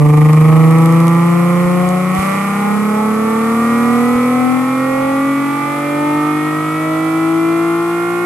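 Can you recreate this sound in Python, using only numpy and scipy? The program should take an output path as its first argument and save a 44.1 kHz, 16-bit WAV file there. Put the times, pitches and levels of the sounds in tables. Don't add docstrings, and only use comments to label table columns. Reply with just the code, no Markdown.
import sys
import numpy as np
from scipy import signal
from scipy.fft import rfft, irfft, next_fast_len
from scipy.io import wavfile
from scipy.ndimage import uniform_filter1d, map_coordinates

SR = 44100
rng = np.random.default_rng(int(sys.argv[2]) if len(sys.argv) > 2 else 0)


def int16_out(signal):
    q = np.round(np.clip(np.atleast_2d(signal).T, -1, 1) * 32767)
    wavfile.write(sys.argv[1], SR, q.astype(np.int16))


N = 363825
TIME_S = np.arange(N) / SR
LEFT_RIGHT = np.array([[1], [-1]])


def from_db(db):
    return 10 ** (np.asarray(db) / 20)


def rms_one(x):
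    return x / np.sqrt(np.mean(x ** 2) + 1e-20)


def in_time(rows):
    time_s, value = np.transpose(rows)
    return np.interp(TIME_S, time_s, value)


def bump(x, centre, half_width):
    return np.exp(-((x - centre) / half_width) ** 2)


def drift(rate_hz):
    knots = rng.standard_normal(int(rate_hz * N / SR) + 4)
    return rms_one(map_coordinates(knots, [TIME_S * rate_hz], order=2))


def colour(x, points):
    size = 2 * next_fast_len(N // 2 + 8192)
    hz, db = np.transpose(points)
    grid_hz = np.maximum(np.arange(size // 2 + 1) * SR / size, 1)
    gain = from_db(np.interp(np.log(grid_hz), np.log(hz), db))
    cepstrum = irfft(np.log(gain))
    cepstrum[1:size // 2] *= 2
    cepstrum[size // 2 + 1:] = 0
    return irfft(rfft(x, size) * np.exp(rfft(cepstrum)))[..., :N]


# (time [s], speed [firings/s])
SPEED = [(0.0, 147.5), (0.75, 162.5), (1.5, 174.7), (2.12, 184.2), (2.21, 191.0), (3.1, 215.3),
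         (4.3, 247.7), (5.6, 283.1), (7.0, 319.3), (8.25, 350.8)]


def engine_speed():
    return in_time(SPEED)


CAM_S, CAM_SWITCH_S = 2.17, 0.016


def cam():
    return .5 + .5 * np.tanh((TIME_S - CAM_S) / (2 * CAM_SWITCH_S))


def surge(fade_s):
    return cam() * np.exp(-np.maximum(TIME_S - CAM_S, 0) / fade_s)


HARD_AT_SWITCH, HARD_AT_TOP, HARDEN_S = 0.25, 0.87, 0.69


def hardness():
    return np.clip(HARD_AT_TOP * cam() - (HARD_AT_TOP - HARD_AT_SWITCH) * surge(HARDEN_S), 0, 1)


# (lateness [firing intervals], strength [dB])
CYLINDERS = [(.255, -2.5), (.37, 0), (.335, .5), (.332, 0), (.295, 0), (.29, -1)]


def cylinder_lines(orders):
    late, db = np.transpose(CYLINDERS)
    place = (np.arange(len(late)) + late) / len(late)
    return np.exp(-2j * np.pi * np.outer(orders, place)) @ from_db(db)


def cycle_wave(firings, orders, lines, size=4096):
    place = np.arange(size) / size
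    wave = np.real(lines @ np.exp(2j * np.pi * np.outer(orders, place)))
    return np.interp(firings / len(CYLINDERS), place, wave, period=1)


def pulse_fronts(firings, count):
    orders = np.arange(1, count)
    return cycle_wave(firings, orders, cylinder_lines(orders))


def gusts(firings, sharpness):
    return rms_one(np.exp(sharpness * np.cos(2 * np.pi * (firings - .36))))


LOPE_LOW, LOPE_FADE_S, LOPE_ON_CAM = 0.54, 0.67, 0.076


def lope(firings):
    depth = LOPE_LOW * np.exp(-(TIME_S / LOPE_FADE_S) ** 4) + LOPE_ON_CAM * cam()
    depth = np.clip(depth, 0, .9)
    swing = 1 + depth * np.cos(2 * np.pi * (firings / len(CYLINDERS) - .45))
    return swing / np.sqrt(1 + depth ** 2 / 2)


OPENING_DB, OPENING_S, REFERENCE_HZ = 4, 0.33, 195


def gas_flow(speed, level_db, octave_db, surge_db, surge_s):
    opening_db = -OPENING_DB * np.exp(-TIME_S / OPENING_S)
    revs_db = octave_db * np.log2(speed / REFERENCE_HZ)
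    return level_db + opening_db + surge_db * surge(surge_s) + revs_db


# (centre [Hz], width [Hz], level [dB])
STANDING_WAVES = [(154.2, 24, -7.0), (176.6, 26, -15), (209.6, 16.7, -15), (242.7, 36, -13.0),
                  (275, 10.5, -16), (298.8, 14, -16), (329.6, 22.3, -14.0), (355.5, 15.5, -18),
                  (440.7, 34, -20.5), (486, 24, -18), (534.2, 21.5, -19), (584, 16.7, -23),
                  (634.4, 7.7, -23), (667, 64, -28.5), (721.5, 14, -23.5), (754.5, 15.8, -16.5),
                  (805.6, 21.5, -19), (850.7, 19, -18.5), (893, 28, -21), (1105, 183, -23.5),
                  (1202, 16, -17), (1336, 200, -18)]
BETWEEN_WAVES_DB = -47


def standing_waves(hz):
    grid_hz = np.arange(2000)
    power = from_db(BETWEEN_WAVES_DB) ** 2
    for centre_hz, width_hz, db in STANDING_WAVES:
        power = power + from_db(db) ** 2 * .5 ** ((2 * (grid_hz - centre_hz) / width_hz) ** 2)
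    return np.interp(hz, grid_hz, 10 * np.log10(power))


RIPPLE_SHARE, RIPPLE_FROM_HZ, RIPPLE_TO_HZ = 0.64, 130, 980


def ripple():
    hz = np.linspace(RIPPLE_FROM_HZ, RIPPLE_TO_HZ, 160)
    db = standing_waves(hz)
    local_mean_db = 10 * np.log10(uniform_filter1d(from_db(db) ** 2, size=25))
    db = np.clip(db - local_mean_db, -14, 5)
    db[[0, -1]] = 0
    return np.stack([hz, RIPPLE_SHARE * db], axis=1)


STILL_AIR_DB = -64
# (time [s], half length [s], level [dB])
DRAUGHTS = [(.1, .5, -36), (1.85, 0.16, -46), (5.05, 0.17, -45)]
# (frequency [Hz], level [dB])
DRAUGHT_COLOUR = [(10, -10), (25, 1), (50, -1), (100, -2), (300, -36.5)]
# (time [s], peak level [dB], frequency [Hz])
PUFFS = [(1.648, -26, 62), (2.184, -14.5, 84), (4.148, -24, 70)]


def air(rise_s):
    stir = from_db(STILL_AIR_DB)
    for time_s, half_s, db in DRAUGHTS:
        stir = stir + from_db(db) * bump(TIME_S, time_s, half_s)
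    out = stir * rms_one(colour(rng.standard_normal(N), DRAUGHT_COLOUR))
    for time_s, db, hz in PUFFS:
        age_s = np.maximum(TIME_S - time_s, 0)
        envelope = (age_s / rise_s * np.exp(1 - age_s / rise_s)) ** 3
        out = out + from_db(db) * envelope * np.sin(2 * np.pi * hz * age_s)
    return out


def workshop(x, t60_s, spread_hz):
    age_s = TIME_S[:SR]
    decay = from_db(-60 * age_s / t60_s) * (age_s > .006)
    mid, side = rng.standard_normal((2, SR)) * decay
    side = signal.sosfilt(signal.butter(1, spread_hz, "high", fs=SR, output="sos"), side)
    echoes = (mid + side * LEFT_RIGHT) / np.sqrt(2 * np.sum(mid ** 2))
    return signal.fftconvolve(x[None], echoes, axes=1)[:, :N]


# (time [s], peak level before spit_db [dB])
SPITS = [(0.0882, -27), (0.174, -23), (0.332, -17), (0.3701, -33), (0.409, -27), (0.7108, -22),
         (0.7853, -21), (0.8215, -23), (0.8589, -16), (0.924, -21), (1.0026, -18), (1.07, -19),
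         (1.081, -15), (1.8898, -17), (2.1496, -19)]
# (frequency [Hz], level [dB])
JET_MID = [(1650, -28.5), (2800, -2.5), (3940, -7), (4710, -7), (5820, -7), (7060, -5.5), (8030, -2.5),
           (9190, -2.5), (9670, -5.5), (10100, -38), (10800, 0.5), (11300, 3), (11900, -3.5),
           (13000, -12.5)]
# (frequency [Hz], level [dB])
JET_SIDE = [(1650, -32), (2800, -6.5), (3270, -5.5), (4640, -13), (7730, -14.5), (8230, -15), (8690, -16),
            (9710, -5), (10700, -1), (11400, -9), (11900, -17), (12200, -16), (15900, -52), (22000, -120)]
JET_SWELL_S, JET_SWELL_HALF_S, JET_SWELL_DB = 3.9, 0.53, 2.5


def jet(firings, speed, throb, side_db, spit_db, spit_s):
    jet_db = gas_flow(speed, level_db=-38.5, octave_db=-2.0, surge_db=6.5, surge_s=0.24)
    jet_db = jet_db + JET_SWELL_DB * bump(TIME_S, JET_SWELL_S, JET_SWELL_HALF_S)
    flow = from_db(jet_db + 9 * np.log10(throb)) * gusts(firings, sharpness=0.21)
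    for time_s, db in SPITS:
        start = int(time_s * SR)
        age_s = np.arange(N - start)[:SR // 20] / SR
        flow[start:][:len(age_s)] += from_db(db + spit_db) * np.exp(-age_s / spit_s)
    mid, side = (rms_one(colour(rng.standard_normal(N) * flow, c)) for c in (JET_MID, JET_SIDE))
    return np.sqrt(np.mean(flow ** 2)) * (mid + from_db(side_db) * side * LEFT_RIGHT)


# (frequency [Hz], level [dB])
TURBULENCE = [(25, -29), (80, -9), (170, -1), (300, -2), (420, -6), (800, -3), (930, -5), (1180, -5.5),
              (1380, -1), (1580, -9), (2000, -9.5), (2400, -10.5), (3000, -28), (5000, -50)]


def roar(firings, speed, throb):
    roar_db = gas_flow(speed, level_db=-33.5, octave_db=-3.5, surge_db=5.0, surge_s=0.38)
    eddies = throb * gusts(firings, sharpness=0.5) * rng.standard_normal(N)
    return from_db(roar_db) * rms_one(colour(eddies, TURBULENCE))


# (frequency [Hz], level [dB])
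WHINE = [(2300, -32.5), (2850, 6), (3400, 1.5), (3700, -8), (4300, -11.5), (6000, -26)]
WHINE_PEAK_HZ, WHINE_HALF_WIDTH_HZ = 308, 72


def whine(firings, speed, level_db):
    strength = from_db(level_db) * bump(speed, WHINE_PEAK_HZ, WHINE_HALF_WIDTH_HZ)
    return strength * rms_one(colour(pulse_fronts(firings, count=120), WHINE))


# (frequency [Hz], level [dB])
RASP = [(900, -57), (1500, -14), (1700, -5.5), (1850, 11), (2050, 9), (2350, 10), (2650, -3), (3100, -5.5),
        (3600, -22), (4500, -32.5), (7000, -31)]
# (time [s], level [dB])
RASP_LEVEL = [(0.03, -36), (0.05, -36), (0.19, -32.5), (0.71, -31.5), (2.02, -31.5), (2.31, -27),
              (3.08, -34.5), (3.69, -30.5), (5.41, -30), (6.5, -30), (7.99, -33), (8.15, -30.5)]


def rasp(firings, throb, rough, grit, trim_db):
    fronts = pulse_fronts(firings, count=200) * (1 + rough * drift(250))
    breakup = gusts(firings, sharpness=1.3) * rng.standard_normal(N)
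    buzz = rms_one(colour(throb * fronts, RASP)) + grit * rms_one(colour(throb * breakup, RASP))
    running_rms = np.sqrt(uniform_filter1d(buzz ** 2, size=6000))
    return from_db(in_time(RASP_LEVEL) + trim_db) * buzz / running_rms


# (multiple of cycle rate, level at low revs [dB], level on cam [dB])
ORDER_DB = [(2, -58, -45), (3, -42.5, -39), (4, -46, -51), (5, -37, -41.5), (7, -42, -35), (8, -53, -41.5),
            (9, -40, -37), (10, -45.5, -44), (11, -37.5, -41), (13, -38, -35.5), (14, -69, -35),
            (15, -43, -32.5), (16, -48, -45), (17, -40, -42.5), (19, -35, -31.5), (20, -101, -37.5),
            (21, -38, -37.5), (22, -48, -75), (23, -55, -40), (25, -32.5, -30), (26, -60, -31),
            (27, -47, -41), (28, -42, -88), (29, -39.5, -44.5), (30, -29.5, -33.5), (31, -37, -30.5),
            (32, -35.5, -33), (33, -74, -39.5), (34, -56, -60), (35, -30.5, -51), (36, -27.5, -34),
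            (37, -31, -36), (38, -91, -34), (39, -45, -70.5), (40, -41, -52), (41, -36, -51),
            (42, -31.5, -32), (43, -38, -27.5), (44, -66, -84), (45, -40.5, -45), (46, -47, -64),
            (47, -36.5, -53), (48, -37, -29), (49, -37, -35)]
# (frequency [Hz], level [dB])
PIPE = [(30, -2), (105, -3), (155, 8.5), (280, 4), (390, -3.5), (480, 0.5), (660, -10), (810, 0),
        (940, -11), (1060, 0.5), (1200, 4), (1380, -2), (1620, -19), (1950, -12.5), (2400, -39),
        (2900, -18)]
# (time [s], level [dB])
BARK_LEVEL = [(0, -1.5), (.5, 2), (2.1, -3), (2.22, 0), (3.1, -.5), (3.8, 3), (4.6, 0), (5.6, 0),
              (6.6, 1.5), (8.25, 0.2)]


def bark(firings, on_cam, throb, rough):
    orders, low_db, high_db = np.transpose(ORDER_DB)
    orders = np.round(orders)
    aligned = np.angle(cylinder_lines(orders))
    spread = 1.18 * orders ** 2 + 2.4 * orders
    phase = np.exp(1j * np.where(orders % len(CYLINDERS) == 0, aligned, spread))
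    low, high = (cycle_wave(firings, orders, np.sqrt(2) * from_db(db) * phase) for db in (low_db, high_db))
    lines = ((1 - on_cam) * low + on_cam * high) * (1 + rough * drift(200))
    return from_db(in_time(BARK_LEVEL)) * colour(colour(lines, PIPE), ripple()) * throb ** 0.69


# (level at low revs [dB], level on cam [dB])
FIRING_DB = [(-0.05, 0.02), (-6, -2.5), (-3.5, -7.5), (-5.5, -10.5)]


def boom(firings, speed, flutter_db, lag_s, sway_db, twist_rad):
    heard = np.stack([firings, firings - lag_s * speed])
    out, switched = 0, cam()
    for k, (low_db, cam_db) in enumerate(FIRING_DB, 1):
        db = standing_waves(k * speed) + low_db + (cam_db - low_db) * switched
        pan_db = k * drift(5.1) * LEFT_RIGHT * sway_db
        skew_rad = k * drift(5.1) * LEFT_RIGHT * twist_rad
        level = from_db(db + pan_db + flutter_db * k * drift(40))
        out = out + level * np.cos(2 * np.pi * k * heard + skew_rad + (k - 1) * np.pi / 4)
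    return np.sqrt(2) * out


def scene():
    speed = engine_speed()
    firings = np.cumsum(speed) / SR
    shaky = firings + 0.0046 * drift(120)
    throb = lope(firings)

    hiss = jet(firings, speed, throb, side_db=1.5, spit_db=-5, spit_s=0.00066)
    turbulence = roar(firings, speed, throb)
    thin = whine(firings, speed, level_db=-40.0) * from_db([[-2], [1]])
    buzz = rasp(shaky, throb, rough=0.031, grit=(115 / speed) ** 2, trim_db=-0.2)
    mid = bark(shaky, hardness(), throb, rough=0.075)
    low = boom(firings, speed, flutter_db=0.24, lag_s=.00009, sway_db=1.0, twist_rad=0.15)

    direct = low + (mid + turbulence) * from_db([[-.3], [.3]]) + buzz * from_db([[-5], [2.5]])
    rumble = from_db(-22) * low[0] + from_db(-2) * turbulence
    room_feed = rumble + from_db(-6.5) * mid + from_db(-7.5) * buzz
    room = workshop(room_feed, t60_s=0.14, spread_hz=220)
    return direct + thin + room + hiss + air(rise_s=0.007)


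STOPBAND_HZ = 14000


def record(dry):
    low_pass = signal.cheby2(14, 60, STOPBAND_HZ, fs=SR, output="sos")
    return signal.sosfilt(low_pass, np.clip(dry, -.95, .95))


dry = scene()
out = record(dry)
int16_out(out)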